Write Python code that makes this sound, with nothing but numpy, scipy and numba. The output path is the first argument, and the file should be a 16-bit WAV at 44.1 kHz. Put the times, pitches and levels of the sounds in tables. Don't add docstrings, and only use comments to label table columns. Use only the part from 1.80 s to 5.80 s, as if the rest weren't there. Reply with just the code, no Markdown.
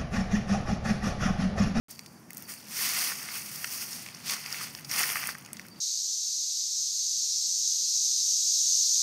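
import sys
import numpy as np
from scipy import signal
from scipy.fft import rfft, irfft
from scipy.io import wavfile
from scipy.ndimage import uniform_filter1d
from numba import njit

SR = 44100
rng = np.random.default_rng(int(sys.argv[2]) if len(sys.argv) > 2 else 0)


def to_wav(sig):
    pcm = np.clip(np.atleast_2d(sig), -1, 1) * 32767
    pcm = np.round(pcm).astype(np.int16)
    wavfile.write(sys.argv[1], SR, pcm.T)


def magnitude_from_level(level_db):
    exponent = np.asarray(level_db, float) / 20
    return 10 ** exponent


N = 176400

# [dB, thin leaf edges over leaf bodies]
SHUFFLE = [
    (.085, -59.5, -1),
    (.11, -51.5, 19),
    (.15, -55.5, 2),
    (.2, -60, -2),
    (.3, -64.5, 1),
    (.48, -67.5, -17),
    (.52, -58, -6),
    (.6, -51, -6),
    (.67, -58, 5),
]
BRUSH = [
    (.685, -44.5, -6),
    (.715, -43, 0.5),
    (.75, -51, -1),
    (.86, -51.5, -2),
]
SCOOP = [
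    (.89, -48, 3.5),
    (.95, -37, 1),
    (1.02, -30.5, 4),
    (1.13, -32.5, -1.5),
    (1.18, -30, -1),
    (1.26, -31, 2.5),
    (1.329, -37, -4.5),
    (1.37, -42.5, 2),
    (1.44, -41, -1),
]
THROW = [
    (1.481, -41, -3),
    (1.56, -37.5, -4),
    (1.581, -39, 5.5),
    (1.629, -46, 3.5),
    (1.75, -42, 4.5),
    (1.88, -41.5, 3),
]
FALL = [
    (1.94, -37, 6.5),
    (2.0, -42, 9),
    (2.027, -35, 7),
    (2.058, -45, 11),
    (2.14, -41.5, 8),
    (2.22, -44.5, 3),
    (2.32, -48.5, -5.5),
    (2.43, -49, -2),
]
KICK = [
    (2.462, -39, 3),
    (2.498, -30.5, 2.5),
    (2.535, -30, -0.5),
    (2.56, -38, -4),
    (2.61, -43.5, 5),
]
WADE = [
    (2.649, -43, -4),
    (2.68, -39.5, -5),
    (2.76, -36, -0.5),
    (2.799, -38.5, -3),
    (2.834, -34.5, 5.5),
    (2.86, -40.5, -3),
    (2.93, -49.5, 4),
    (3.01, -49.5, -1),
    (3.035, -54.5, -8),
]
PLANT = [
    (3.088, -51.5, 4),
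]
STEP = [
    (3.099, -41.5, -4),
    (3.114, -35, -4.5),
    (3.17, -32.5, -7),
    (3.2, -28.5, -7.5),
    (3.27, -33.5, -8.5),
    (3.35, -37.5, -7),
    (3.42, -38.5, -10.5),
    (3.5, -37.5, -7),
    (3.55, -50.5, -6),
]
SETTLE = [
    (3.6, -53, -6),
    (3.7, -55.5, -13),
    (3.85, -54.5, -6),
    (3.92, -63, -15),
    (4, -56.5, -2),
]
# start_s [s], peak_db [dB], pitch_hz [Hz], decay_ms [ms]
SNAPS = [(0.1093, -23, 10000, 2), (0.1923, -22.5, 4400, 0.91), (0.2608, -25.5, 5300, 2.8),
         (0.5062, -18.5, 10300, 0.74), (0.5321, -17, 12000, 0.66), (0.5473, -21, 12000, 1),
         (0.5708, -11, 12400, 0.47), (0.5794, -18, 15000, 1.2), (0.5975, -39, 4690, 1.4),
         (0.6233, -19, 12500, 0.96), (0.7378, -24, 5560, 0.8), (0.8834, -29, 5700, 1.6),
         (1.487, -25, 2700, 1.7), (1.574, -18, 13900, 1.2), (1.759, -19, 6990, 1.4),
         (1.8443, -15, 4570, 1.0), (2.0153, -22, 5290, 1.2), (2.1285, -19, 5200, 4.8),
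         (2.2623, -25.5, 2250, 1.5), (2.2862, -28, 3280, 1.5), (2.3465, -25, 5000, 1.5),
         (2.6609, -20.5, 4060, 1.1), (2.726, -14, 5660, 1.2), (2.9496, -20, 3900, 1.45),
         (3.046, -26, 4900, 4.1)]
LATE_SNAPS = [(3.0939, -21, 5230, 3.4), (3.1126, -14, 5400, 1.4), (3.1916, -27, 2040, 1.1),
              (3.2311, -11, 4970, 3.1), (3.2364, -17, 1840, 2.6), (3.3004, -17, 3100, 1.6),
              (3.3568, -13.5, 1470, 1.15), (3.3692, -18, 1840, 0.91), (3.4304, -21, 1780, 1.1),
              (3.4381, -21, 1970, 1.33), (3.4717, -7.5, 10600, 0.78), (3.49, -17.5, 1780, 0.46),
              (3.4974, -26, 5440, 1.2), (3.5506, -27, 1680, 1.8), (3.5833, -38, 2050, 1.2),
              (3.6112, -40, 5180, 1.2), (3.6486, -28.5, 5050, 1.8), (3.7315, -13, 10100, 1),
              (3.7434, -45, 4880, 1), (3.768, -24.5, 4970, 2.8), (3.7953, -24, 1730, 0.54),
              (3.8157, -34, 5120, 1.1), (3.851, -39, 1880, 1.3), (3.8644, -38, 1980, 0.98),
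              (3.8836, -35, 4650, 1.2)]
# start_s [s], peak_db [dB], pitch_hz [Hz], decay_ms [ms]
MORE_SNAPS = [(0.505, -30.5, 1810, 1.1), (0.7385, -24, 14000, .7), (0.9447, -26, 5320, 1.5),
              (1.0135, -17, 9800, 1.6), (1.0235, -12, 9500, 2), (1.05, -18, 6000, 1.5),
              (1.064, -14, 6100, 1.4), (1.0905, -13, 9600, 1), (1.195, -14, 5500, 1.2),
              (1.212, -16, 5600, 2.3), (1.227, -22.5, 2200, 2.7), (1.319, -24, 1500, 1),
              (1.334, -19, 5800, 1.4), (1.6604, -23, 9000, 1.2), (1.8435, -17, 2300, 1.35),
              (2.4811, -18, 6090, 1.5), (2.4961, -12, 5550, 1.4), (2.508, -12, 13000, 1.7),
              (2.52, -13.5, 5400, 2.5), (2.744, -20, 2280, 1.3), (2.811, -24.5, 1490, 1.5),
              (2.833, -21, 12000, 1.5), (2.9875, -30, 2420, 1.7), (2.9955, -28, 12000, 1),
              (3.137, -19, 5300, 1.8), (3.1915, -6, 10500, 1.4), (3.2914, -20, 2030, 1.3),
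              (3.321, -11, 12000, 1.2), (3.5465, -27.5, 6000, 1.5), (3.5835, -24.5, 11500, 1.5),
              (3.661, -24.5, 5000, 1), (3.6875, -38.5, 1760, 1.3), (3.7955, -27, 5830, 0.84),
              (3.866, -29, 11000, 1), (3.8845, -27.5, 12500, 1.3), (3.9, -36, 13500, 1)]
# pitch_hz [Hz], level_db [dB]
LEAF_SPECTRUM = [(400, -43), (800, -15.5), (1500, -10.5), (2500, -3.5), (4000, 0.5), (6000, 1.5),
                 (10000, 0), (16000, 4.5)]
# start_s [s], open_view_db [dB, top octave],
# reflection_share [0-1, of the close reflection]
PLACE = [(.1, 1.5, 0.76), (.5, 0, 0.63), (.7, 4, 1), (.9, -1, 0.9), (1.04, -0.5, 0.9), (1.15, -1, 0.57),
         (1.33, 0, 1), (1.5, -1, 1), (1.7, 1, 0.94), (2.05, -2.5, 0.94), (2.3, -2, .9), (2.5, -6.5, 0.9),
         (2.7, -3.5, 1.), (2.84, -4, 0.88), (3.1, 1.5, 0.97), (3.3, 7, 1), (3.5, 2, 0.98), (3.9, -4, .8)]
# start_s [s], length_s [s], level_db [dB]
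CHIRPS = [
    (0.1, .19, -61),
    (0.3, .1, -66),
    (0.645, 0.2, -58),
    (2.335, 0.16, -62),
    (2.96, .07, -61),
    (3.903, .09, -57),
]
# pitch_hz [Hz], density_db [dB per Hz]
TOWN_SPECTRUM = [(30, -45), (93, -11), (210, -1), (430, -16.5), (1000, -21.5), (3300, -37.5), (5500, -30.5),
                 (16000, -38)]

CRACKS_PER_S, CYCLES, EDGE_HZ, VIEW_HZ = 14000, 1.67, 3700, 7500
BUSY_DB, DENSITY_LAW, LEAST_SHARE = -35.5, 0.35, 0.13
SCATTER_DB, CLUMP_DB, SWISH_DB, LEAF_DB = 2.5, 1.5, -5, -0.23
CRUNCH_LAW, SWISH_LAW = 0.21, 0.092
SNAP_WIDE_DB, SNAP_Q, SNAP_GAIN_DB, SPIKE, WIDE_FADE_HZ = -5, 1.35, -4.5, 0.9, 7000
CRICKET_HZ, CRICKET_WIDTH_HZ, PULSE_S, CHIRP_WANDER_DB = 4650, 170, 0.0497, 1.5
TOWN_DB, TOWN_WANDER_DB = -50.5, 0.7
DRONE_HZ, DRONE_DB, DRONE_NEAR_S, DRONE_SWELL_DB, DRONE_SWELL_S = 141.7, -15, 3.1, 11.5, 0.93
YARD_DB, YARD_T60_S, LOW_CUT_HZ = -12, 0.039, 258
COMB_HZ, COMB_GAIN, COMB_FADE_HZ = 3752, 0.59, 10600
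START_S, TOP_HZ = 0.0835, 15720


def unit(x):
    return x / np.sqrt(np.mean(x ** 2))


def curve(points, hz):
    p = np.array(points, float)
    return np.interp(np.log(hz), np.log(p[:, 0]), p[:, 1])


def band(x, hz, width):
    centre = min(hz, 0.4 * SR)
    q = max(hz / width, 0.3)
    return signal.lfilter(*signal.iirpeak(centre, q, fs=SR), x)


def walk(rate):
    k = int(SR / rate)
    held = np.repeat(rng.standard_normal(2000), k)[:N]
    return 1.3 * uniform_filter1d(uniform_filter1d(held, k), k)


@njit
def grains(at, hz, cycles, size, phase):
    out = np.zeros(N)
    for k in range(len(at)):
        if size[k] > 0:
            turn = np.exp((2j * np.pi - 1 / cycles[k]) * hz[k] / SR)
            z = size[k] * np.exp(1j * phase[k])
            for i in range(at[k], min(N, at[k] + int(6 * cycles[k] * SR / hz[k]))):
                out[i] += z.imag
                z *= turn
    return out


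def edge_lean(hz):
    return np.tanh(2 * np.log(hz / EDGE_HZ)) / 2


def top_octave(hz):
    return 1 / (1 + (VIEW_HZ / hz) ** 6)


def leaf_cracks(effort, crisp, view):
    share = np.clip(magnitude_from_level(2 * DENSITY_LAW * (effort - BUSY_DB)), LEAST_SHARE, 1)
    u = rng.random((4 * CRACKS_PER_S, 6)).T
    at = (u[0] * N).astype(np.int64)
    hz = 400 * 40 ** u[1]
    cycles = CYCLES * (0.5 + 2 * u[2]) * (hz / EDGE_HZ) ** 0.26
    db = effort[at] + edge_lean(hz) * crisp[at] + view[at] * top_octave(hz) + curve(LEAF_SPECTRUM, hz)
    scatter = np.clip(SCATTER_DB - CRUNCH_LAW * crisp[at], 1, 4)
    db = db - scatter * (np.log(u[3] + 0.012) + 1)
    energy = np.sqrt(4 * hz / cycles / CRACKS_PER_S / share[at])
    sounding = u[4] < share[at]
    return grains(at, hz, cycles, magnitude_from_level(db) * energy * sounding, 2 * np.pi * u[5])


def leaf_swish(effort, crisp, view):
    swish = 0
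    for hz in 500 * 2 ** np.arange(0, 5.1, 0.5):
        db = curve(LEAF_SPECTRUM, hz) + edge_lean(hz) * crisp + view * top_octave(hz) + 2.7 * walk(22)
        swish = swish + magnitude_from_level(db) * unit(band(rng.standard_normal(N), hz, hz / 2.9))
    weak = SWISH_LAW * np.minimum(effort - BUSY_DB, 0)
    return magnitude_from_level(effort + SWISH_DB - 7.5 + weak) * swish


def leaves():
    rows = np.vstack([SHUFFLE, BRUSH, SCOOP, THROW, FALL, KICK, WADE, PLANT, STEP, SETTLE])
    t = np.arange(N) / SR
    effort = np.interp(t, rows[:, 0], rows[:, 1])
    crisp = np.interp(t, rows[:, 0], rows[:, 2])
    effort = effort + LEAF_DB + CLUMP_DB * (0.25 * walk(30) + 0.55 * walk(150))
    view = np.interp(t, *np.array(PLACE).T[:2])
    return leaf_cracks(effort, crisp, view) + leaf_swish(effort, crisp, view)


def snaps():
    size = 2048
    out, t = np.zeros(N + size), np.arange(size) / SR
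    for start_s, peak_db, hz, ms in list(SNAPS) + list(LATE_SNAPS) + list(MORE_SNAPS):
        tau = np.clip(ms, 0.3, 8) / 1000
        envelope = np.exp(-t / tau) * (1 - np.exp(-t / tau / 0.24))
        ring, wide = rng.standard_normal((2, size)) * envelope
        ring = band(band(ring, hz, hz / SNAP_Q), hz, hz / SNAP_Q)
        wide = band(wide, 0.49 * hz, 1.23 * hz)
        burst = unit(ring) + magnitude_from_level(SNAP_WIDE_DB) * unit(wide) / (1 + (hz / WIDE_FADE_HZ) ** 2)
        sharpness = SPIKE * min(hz / WIDE_FADE_HZ, 1)
        burst[:3] += sharpness * np.abs(burst).max() * np.array([-1, 2, -1])
        i = int(start_s * SR)
        out[i:i + size] += magnitude_from_level(peak_db + SNAP_GAIN_DB) * burst / np.abs(burst).max()
    return out[:N]


def cricket():
    t, gate = np.arange(N) / SR, 0
    for start_s, length_s, db in CHIRPS:
        chirping = (t > start_s) * (t < start_s + length_s)
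        level = magnitude_from_level(db + CHIRP_WANDER_DB * walk(12))
        throb = 0.091 + 2.4 * np.sin(np.pi * (t - start_s) / PULSE_S + 0.2) ** 2
        gate = gate + chirping * level * np.clip(throb, 0, 1)
    tone = band(rng.standard_normal(N), CRICKET_HZ, CRICKET_WIDTH_HZ)
    tone = band(tone, CRICKET_HZ, 2 * CRICKET_WIDTH_HZ)
    return unit(tone) * gate


def town():
    f, t = np.maximum(np.fft.rfftfreq(N, 1 / SR), 1), np.arange(N) / SR
    hum = unit(irfft(rfft(rng.standard_normal(N)) * magnitude_from_level(curve(TOWN_SPECTRUM, f)), N))
    swell = DRONE_DB + DRONE_SWELL_DB * np.exp(-((t - DRONE_NEAR_S) / DRONE_SWELL_S) ** 2)
    drone = unit(band(rng.standard_normal(N), DRONE_HZ, 11.0)) * magnitude_from_level(swell)
    strand = unit(band(rng.standard_normal(N), 218.0, 41.0)) * magnitude_from_level(-12.5 + 2.0 * walk(3.8))
    return magnitude_from_level(TOWN_DB + TOWN_WANDER_DB * walk(8.4)) * (hum + drone + strand)


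def yard(dry):
    t = np.arange(4096) / SR
    tail = rng.standard_normal(4096) * np.exp(-np.log(1000) * t / YARD_T60_S)
    tail = tail / np.sqrt(np.sum(tail ** 2))
    return dry + magnitude_from_level(YARD_DB) * signal.fftconvolve(dry, tail)[:N]


def close_reflection(mix):
    f = np.fft.rfftfreq(N, 1 / SR)
    delay = np.exp(-(f / COMB_FADE_HZ) ** 4 - 2j * np.pi * f / COMB_HZ)
    echo = COMB_GAIN * delay * np.tanh(f / LOW_CUT_HZ)
    place = np.array(PLACE).T
    share = np.interp(np.arange(N) / SR, place[0], place[2])
    share = np.clip(share + 0.14 * walk(12), 0, 1.4)
    return mix - share * irfft(rfft(mix) * echo, N)


def scene():
    low_cut = signal.butter(3, LOW_CUT_HZ, "high", fs=SR, output="sos")
    pile = signal.sosfilt(low_cut, leaves() + snaps())
    mix = yard(pile) + town()
    return (close_reflection(mix) + cricket())[None]


def roll_off(x):
    return signal.sosfilt(signal.butter(12, 16990, fs=SR, output="sos"), x)


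def record(dry):
    top_cut = signal.ellip(12, 0.5, 56, TOP_HZ, fs=SR, output="sos")
    x = signal.sosfilt(top_cut, dry)
    started = np.arange(N) > START_S * SR
    return roll_off(x * started)


dry = scene()
out = record(dry)
to_wav(out)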